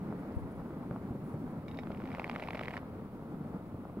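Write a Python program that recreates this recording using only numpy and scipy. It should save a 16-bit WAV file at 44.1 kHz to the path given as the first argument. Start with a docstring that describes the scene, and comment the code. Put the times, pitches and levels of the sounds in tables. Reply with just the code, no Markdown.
"""A high, snowy mountainside. Wind or sliding snow makes a steady far rumble and rush, with soft thuds
and small knocks as of tumbling lumps. Early on, puffs of air buffet the left microphone port. Midway
something right at the microphone, probably its mount being turned, creaks in a run of dry stick-slip
ticks that come ever faster and then stop. The recorder adds a faint hiss and a thin on-and-off buzz."""
import sys
import numpy as np
from scipy.fft import rfft, irfft, next_fast_len
from scipy.io import wavfile
from scipy.ndimage import uniform_filter1d, map_coordinates

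SR = 44100
rng = np.random.default_rng(int(sys.argv[2]) if len(sys.argv) > 2 else 0)


def waveform_to_disk(signal):
    """Save audio, clipped to [-1, 1], as 16-bit WAV at the path in sys.argv[1]."""
    frames = np.transpose(np.atleast_2d(signal))
    scaled = np.clip(frames, -1, 1) * 32767
    samples = np.round(scaled).astype(np.int16)
    wavfile.write(sys.argv[1], SR, samples)


N = 176400

# Fader ride of the midrange rush. Each row: time in seconds, level in dB.
RUSH_RIDE = [(0, -50.5), (.15, -50), (.4, -50), (.75, -50.5), (1.15, -52), (1.45, -51), (1.7, -52),
             (2.7, -51), (3.0, -53), (3.3, -53), (3.45, -50.5), (3.7, -52.5), (4, -54)]
# Slips of the creak. Each row: time in seconds, relative snap, knock and crack levels in dB,
# snap pitch in Hz.
CREAK_SLIPS = [(1.6827, -43, -43, -56, 2190), (1.714, -51, -44, -61, 2040), (1.7456, -56, -60, -62, 2080),
               (1.773, -57, -54, -58.5, 2100), (1.789, -33, -33, -52.5, 1990), (1.796, -45, -43, -63, 2260),
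               (1.8344, -52, -37, -60, 2000), (1.8717, -49, -35, -63, 2000), (1.917, -54, -44, -61, 1960),
               (1.9203, -48, -56, -62, 2100), (1.9476, -47, -39.5, -63, 2160),
               (1.9733, -48, -54, -64, 2190), (2.0026, -45, -38, -69, 2130), (2.02, -53, -41, -63, 2220),
               (2.0388, -48, -49, -65, 2160), (2.0562, -46, -38, -59, 2170), (2.075, -51, -52, -60, 2290),
               (2.0885, -50, -41, -71, 2140), (2.1045, -43, -53, -68, 2110), (2.1174, -39, -38, -64, 2080),
               (2.129, -45, -43, -58, 2150), (2.1412, -48, -38, -63, 2150),
               (2.1493, -32.5, -32.5, -53, 2030), (2.1592, -44, -58, -66, 2020),
               (2.1728, -51, -38, -66, 2100), (2.184, -53, -32, -63, 2200),
               (2.197, -29.5, -26.5, -48, 2240), (2.207, -53, -37, -62, 2300),
               (2.218, -49, -34.5, -70, 2000), (2.2313, -49, -38, -64, 2200),
               (2.244, -25, -33.5, -54, 2180), (2.257, -45, -45, -67, 1980), (2.2663, -51, -38, -64, 2100),
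               (2.278, -47, -36, -57, 1990), (2.2972, -29.5, -28, -45, 2260),
               (2.314, -37.5, -38.5, -50, 2170), (2.332, -45, -39, -66, 2250),
               (2.3484, -48, -48, -62, 2210), (2.353, -37, -57, -64, 1900),
               (2.3613, -29.5, -30.5, -50.5, 2090), (2.3876, -50, -37, -61, 2150),
               (2.3982, -36, -36, -58, 2080), (2.403, -49, -37, -58, 2080), (2.4219, -37, -53, -59, 2140),
               (2.4251, -34.5, -29, -54, 2200), (2.4294, -43, -44, -60, 2200),
               (2.4375, -34, -58, -59, 2260), (2.448, -48, -44, -66, 2100), (2.4747, -36, -37, -58, 2090),
               (2.4864, -35.5, -28.5, -50, 2350), (2.507, -31, -32.5, -51.5, 2190),
               (2.5333, -33.5, -35.5, -59, 1980), (2.5479, -42, -30, -51, 2260),
               (2.5522, -36.5, -39, -55, 1890), (2.5551, -35, -34, -56, 2250),
               (2.5721, -37, -43, -57, 2100), (2.576, -39, -38, -55, 2190), (2.5939, -31.5, -33, -50, 2120),
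               (2.6092, -41, -36, -57, 2200), (2.6124, -38.5, -27, -49, 2300), (2.628, -43, -45, -59, 2010),
               (2.6352, -32.5, -47, -51, 1940), (2.649, -43, -51, -59, 2040),
               (2.6575, -35, -53, -51.5, 2110), (2.6742, -40, -38, -59, 2070),
               (2.6828, -28, -31.5, -46, 2030), (2.699, -48, -61, -65, 2000),
               (2.7081, -36, -36.5, -54, 2100), (2.714, -43, -49, -66, 1980), (2.7313, -50, -52, -63, 2070),
               (2.7377, -33, -50, -54, 2110), (2.7415, -43, -33, -73, 1980), (2.7484, -55, -51, -65, 2080),
               (2.7687, -27, -42, -51, 1830), (2.7769, -39, -33, -52, 2010)]


def amp(db):
    """Decibels to gain."""
    return 10 ** (np.asarray(db) / 20)


def unit(x):
    """Scale to rms 1."""
    return x / np.sqrt(np.mean(x ** 2) + 1e-20)


def along(points, hz):
    """Read (Hz, value) points on a log frequency axis."""
    f, v = np.transpose(points)
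    return np.interp(np.log(hz + 1), np.log(f + 1), v)


def curve(rows):
    """Join (seconds, value) points, one value per sample."""
    return np.interp(np.arange(N) / SR, *np.transpose(rows))


def wobble(rate):
    """A smooth random curve with `rate` knots a second."""
    knots = rng.standard_normal(int(N * rate / SR) + 4)
    return map_coordinates(knots, [np.arange(N) * rate / SR])


def filtered(x, response):
    """Filter x by a complex response of frequency."""
    size = next_fast_len(N + SR // 4)
    return irfft(rfft(x, size) * response(np.fft.rfftfreq(size, 1 / SR)), size)[..., :N]


def noise(spectrum):
    """Mono coloured noise of rms 1."""
    return unit(filtered(rng.standard_normal(N), lambda hz: amp(along(spectrum, hz))))


def sides(balance_db, lag):
    """Left and right responses for a level difference and a phase lag of the left port."""
    return amp(np.outer([.5, -.5], balance_db)) * np.exp(1j * np.outer([-.5, .5], lag))


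def wide_noise(spectrum, left_lag_s=.00011):
    """Stereo noise of rms 1, narrow in the bass and wide in the treble, reaching the left port later."""
    # Stereo image. Each row: frequency in Hz, then left-right coherence or left over right in dB.
    coherence = [(30, .66), (65, .9), (130, .985), (290, .985), (640, .95), (1400, .6), (3000, .15),
                 (6000, 0)]
    balance = [(50, 2.5), (200, 0), (700, 1.5), (1300, 2), (2400, -6), (4400, 0)]

    def mid_side(hz):
        width = np.arccos(np.clip(along(coherence, hz), -1, .985)) / 2
        return amp(along(spectrum, hz)) * [np.cos(width), np.sin(width)]

    mid, side = filtered(rng.standard_normal((2, N)), mid_side)
    pan = lambda hz: sides(along(balance, hz), 2 * np.pi * hz * left_lag_s)
    return unit(filtered(np.array([mid + side, mid - side]), pan))


def close_up(x):
    """Place a sound right at the microphone: level and phase differ between the two ports."""
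    # Each row: frequency in Hz, then left over right in dB or the left port's lag in radians.
    balance = [(500, 0.5), (1200, 1), (2200, -2.5), (4000, -8), (8000, -3)]
    lag = [(200, 0.15), (900, 0.13), (1600, 1.2), (2500, 0.55), (3100, 2), (3800, 0.53), (5000, 1.3),
           (12000, 0.76)]
    return filtered(x, lambda hz: sides(along(balance, hz), along(lag, hz)))


def swell(t, rise_s, fall_s):
    """A rounded attack to 1 at t = 0, then an exponential decay."""
    return np.exp(-(np.minimum(t, 0) / rise_s) ** 2 - np.maximum(t, 0) / fall_s)


def bursts(rows, spectrum, rise_s, fall_s):
    """One short burst of coloured noise per (seconds, dB) row."""
    source, out = noise(spectrum), np.zeros(N)
    for s, db in rows:
        i = np.arange(max(int((s - 3 * rise_s) * SR), 0), min(int((s + 8 * fall_s) * SR), N))
        shape = swell(i / SR - s, rise_s, fall_s)
        burst = source[i] * shape
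        out[i] += amp(db) * burst * np.linalg.norm(shape) / (np.linalg.norm(burst) + 1e-12)
    return out


def mountain(rumble_rough_db=0.82, rush_rough_db=1.03, shared_db=0.9, bass_db=-49.5):
    """Far wind or sliding snow: a rumble and an airy rush flutter partly together over a steady bass."""
    # Fader rides of the rumble and the rush's airy top. Each row: time in seconds, level in dB.
    rumble_ride = [(0, -42), (.3, -43), (.75, -42.5), (1.0, -44), (1.42, -40.5), (1.6, -44), (2.3, -45.5),
                   (3.1, -47.5), (3.42, -44), (3.65, -45), (3.94, -50), (4, -46)]
    air_ride = [(0, -65.5), (.14, -63.5), (.45, -66), (.8, -67.5), (1.2, -68.5), (2.8, -64), (3.2, -72.5),
                (3.52, -69), (4, -77.5)]
    # Tone of each layer, low to high. Each row: frequency in Hz, relative level in dB.
    bass_eq = [(15, -8), (30, -19), (60, -5), (95, -0.5), (150, -1), (250, -7), (600, -47), (2000, -93)]
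    rumble_eq = [(15, -40), (30, -33), (60, -22), (100, -9.5), (160, 0.5), (245, 1.5), (310, -2),
                 (390, -10.5), (600, -23.5), (1500, -53.5)]
    rush_eq = [(150, -52), (310, -8.5), (430, 1), (680, -4.5), (950, -7), (1350, -11), (1680, -24),
               (2200, -26.5), (3000, -44), (5500, -62), (9000, -83)]
    air_eq = [(800, -10.5), (1500, 3.5), (2100, -0.5), (3000, -14.5), (4000, -16), (5200, -19.5),
              (6000, -35), (9000, -50)]
    shared = shared_db * wobble(22.26)
    rumble = amp(curve(rumble_ride) + shared + rumble_rough_db * wobble(40)) * wide_noise(rumble_eq)
    flutter = amp(shared + rush_rough_db * wobble(90))
    rush = amp(curve(RUSH_RIDE)) * wide_noise(rush_eq) + amp(curve(air_ride)) * wide_noise(air_eq)
    return rumble + flutter * rush + amp(bass_db) * wide_noise(bass_eq)


def hiss(level_db=-72):
    """The recorder's own steady noise floor."""
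    # Each row: frequency in Hz, relative level in dB.
    hiss_eq = [(500, -26), (2500, 10.5), (4500, 3.5), (6000, -4), (8500, -2), (9900, 2), (12000, 2),
               (15500, 3)]
    return amp(level_db) * wide_noise(hiss_eq)


def thuds():
    """Soft, low thuds stand out of the rumble."""
    # Each row: time in seconds, level in dB.
    hits = [(.055, -36), (.09, -35.5), (.912, -34), (1.11, -33), (1.153, -35), (1.343, -34), (1.904, -34.5),
            (2.037, -35.5), (3.41, -34.5), (3.545, -37.5), (3.744, -36), (3.972, -35), (3.991, -43)]
    # Each row: frequency in Hz, relative level in dB.
    thud_eq = [(40, -25), (110, -6.5), (180, 3), (270, -5), (400, -16), (1200, -31), (2500, -76),
               (6000, -90)]
    return bursts(hits, thud_eq, rise_s=0.0022, fall_s=0.011)


def tumble(count=120, over_rush_db=-9):
    """Far knocks as of tumbling lumps: a few clear ones, and many small random ones that ride the rush."""
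    # The clear knocks. Each row: time in seconds, level in dB.
    lumps = [(.088, -40), (.126, -32), (.66, -41), (.706, -35), (.911, -35), (.962, -33), (1.215, -42),
             (1.477, -36.5), (1.549, -52), (1.905, -34), (2.831, -37.5), (3.225, -40), (3.853, -38.5),
             (3.899, -41.5), (3.971, -47)]
    # Each row: frequency in Hz, relative level in dB.
    lump_eq = [(100, -8), (250, 4), (650, -5), (1000, -12), (1400, -15), (1750, -39), (3000, -45.5),
               (6000, -65)]
    when, size = rng.random((count, 2)).T
    times = when * N / SR
    size_db = -6 * np.log(0.16 + size)  # mostly small, now and then larger
    levels = np.interp(times, *np.transpose(RUSH_RIDE)) + over_rush_db + size_db
    return bursts([*lumps, *zip(times, levels)], lump_eq, rise_s=0.00043, fall_s=0.0017)


def buzz(pulse_hz=216.7):
    """A thin buzz of tiny, probably electrical, pulses comes and goes in the hiss."""
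    # Each row: start in seconds, end in seconds, level in dB.
    bouts = [(0.187, .215, -80), (.347, .371, -77.5), (.385, .413, -79), (.509, 0.53, -76.5),
             (.552, 0.572, -78), (1.237, 1.283, -78), (1.286, 1.311, -78), (1.319, 1.34, -79),
             (1.5, 1.521, -81)]
    # Each row: frequency in Hz, relative level in dB.
    buzz_eq = [(4000, -32), (6200, -13), (7000, -16), (7900, -10), (8800, -15), (9600, 0), (10100, 0),
               (10700, -13), (11500, -8), (14000, -20)]
    t = np.arange(N) / SR
    partials = pulse_hz * np.arange(20, 65)
    pulses = sum(amp(along(buzz_eq, hz)) * np.cos(2 * np.pi * hz * t) for hz in partials)
    gate = sum(amp(db) * ((t > start) & (t < end)) for start, end, db in bouts)
    return uniform_filter1d(gate, size=200) * unit(pulses)


def tick():
    """One faint, bright tick at the microphone."""
    # The row: time in seconds, level in dB.
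    hit = [(.3225, -69.5)]
    # Each row: frequency in Hz, relative level in dB.
    tick_eq = [(2500, -25), (4200, -2), (5500, 0), (6500, -12), (10000, -30)]
    return close_up(bursts(hit, tick_eq, rise_s=0.00073, fall_s=0.002))


def buffet(right_db=-10):
    """Brief puffs of air push mostly on the left port."""
    # Each row: peak time in seconds, half-length in seconds, level in dB.
    puffs = [(.373, 0.0072, -25), (0.437, 0.026, -38.5), (0.577, 0.028, -47)]
    # Each row: frequency in Hz, relative level in dB.
    puff_eq = [(10, -16), (30, -9), (85, 9), (140, 2), (250, -24), (800, -60), (3000, -100)]
    t = np.arange(N) / SR
    push = sum(amp(db) * np.exp(-((t - s) / width) ** 2) for s, width, db in puffs)
    return push * np.array([noise(puff_eq), amp(right_db) * noise(puff_eq)])


def rubbing(grain_db=4.0, grain_cap_db=6, width_db=-7):
    """Fine, grainy friction between the slips."""
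    # Each row: time in seconds, level in dB.
    rub_ride = [(1.64, -100), (1.69, -61.5), (1.8, -66), (1.88, -66), (2.05, -57.5), (2.18, -54.5),
                (2.45, -53.5), (2.7, -53.5), (2.78, -51.5), (2.84, -100)]
    # Each row: frequency in Hz, relative level in dB.
    scrape_eq = [(200, -35), (600, 6), (1300, -8.5), (1650, -8), (2300, -10), (3100, -16), (4200, -25),
                 (5300, -24.5), (5800, -32), (15000, -36.5)]
    scrape = noise(scrape_eq) + amp(width_db) * np.array([noise(scrape_eq), noise(scrape_eq)])
    grain = amp(np.minimum(grain_db * wobble(350), grain_cap_db))
    return amp(curve(rub_ride)) * unit(grain * scrape)


def snaps(trim_db=-0.5, chatter_db=-13.5, chatter_s=0.0032):
    """Each slip rings a heavily damped mode for a few cycles; two weak after-slips follow."""
    out = np.zeros(N)
    for s, db, _, _, hz in CREAK_SLIPS:
        jitter, phases = rng.random((2, 3))
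        delays = chatter_s * np.arange(3) * (.5 + jitter / 2)
        i = int(s * SR) + np.arange(-SR // 200, SR // 40)
        for k, (delay, phase) in enumerate(zip(delays, phases)):
            t = i / SR - s - delay
            gain = amp(db + trim_db + chatter_db * np.sqrt(k))
            out[i] += gain * swell(t, rise_s=0.0007, fall_s=0.00054) * np.sin(2 * np.pi * (hz * t + phase))
    return out


def slip_noise(knock_lag_s=0.00037, crack_width_db=-2):
    """Each slip gives a dull knock, a thin crack and a sharp edge that grows with its snap."""
    # Tone of the three transients. Each row: frequency in Hz, relative level in dB.
    knock_eq = [(120, -27), (350, -6.5), (650, 7.5), (1000, 0), (1350, -1), (1700, -19), (2600, -19),
                (5000, -70)]
    crack_eq = [(1500, -16), (2400, -2.5), (2850, 5.5), (3300, -1.5), (3800, -5.5), (4500, -8.5),
                (5250, -14), (5600, -22), (6500, -23.5), (8500, -37), (16000, -38)]
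    edge_eq = [(3000, -23), (5000, 4), (7000, -1), (9000, -5), (12000, 4), (16000, -9)]
    times, snap_db, knock_db, crack_db, _ = np.transpose(CREAK_SLIPS)
    knocks = bursts(zip(times + knock_lag_s, knock_db - 2), knock_eq, rise_s=0.00059, fall_s=0.0012)
    crack = lambda: bursts(zip(times, crack_db + 0.5), crack_eq, rise_s=0.00073, fall_s=0.002)
    cracks = crack() + amp(crack_width_db) * np.array([crack(), crack()])
    edge_db = -62 + 0.9 * (snap_db + 29)  # a full snap stands at -29 dB
    edge = lambda: bursts(zip(times, edge_db), edge_eq, rise_s=0.00078, fall_s=0.0013)
    return knocks + cracks + np.array([edge(), edge()])


def ringing(binds_at_s=1.8):
    """Until the joint binds, every slip leaves the part ringing briefly in its modes."""
    # Each row: frequency in Hz, level relative to the crack in dB, seconds to fall by 60 dB.
    modes = [(1820, -4, .05), (2255, -1, .06), (2856, -9, .07), (3770, -6, .08), (5240, -12, .07),
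             (6450, -23, .05)]
    t, out = np.arange(SR // 5) / SR, np.zeros(N)
    free_slips = [(s, crack_db) for s, _, _, crack_db, _ in CREAK_SLIPS if s < binds_at_s]
    for s, crack_db in free_slips:
        for hz, mode_db, t60 in modes:
            size, detune = rng.standard_normal(2)
            decay = amp(crack_db + mode_db + 2 * size - 60 * t / t60)
            out[int(s * SR):][:len(t)] += decay * np.sin(2 * np.pi * hz * (1 + .008 * detune) * t)
    return out


def creak():
    """Stick-slip at the microphone: the joint rubs, catches and lets go in a quickening run of ticks."""
    return close_up(rubbing() + snaps() + slip_noise() + ringing())


def scene():
    """The far mountain bed, the recorder's hiss and buzz, and the close sounds at the microphone."""
    return mountain() + hiss() + thuds() + tumble() + buzz() + tick() + buffet() + creak()


def record(dry, top_hz=15800):
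    """The recorder keeps nothing above its band limit."""
    return filtered(dry, lambda hz: hz < top_hz)


dry = scene()
out = record(dry)
waveform_to_disk(out)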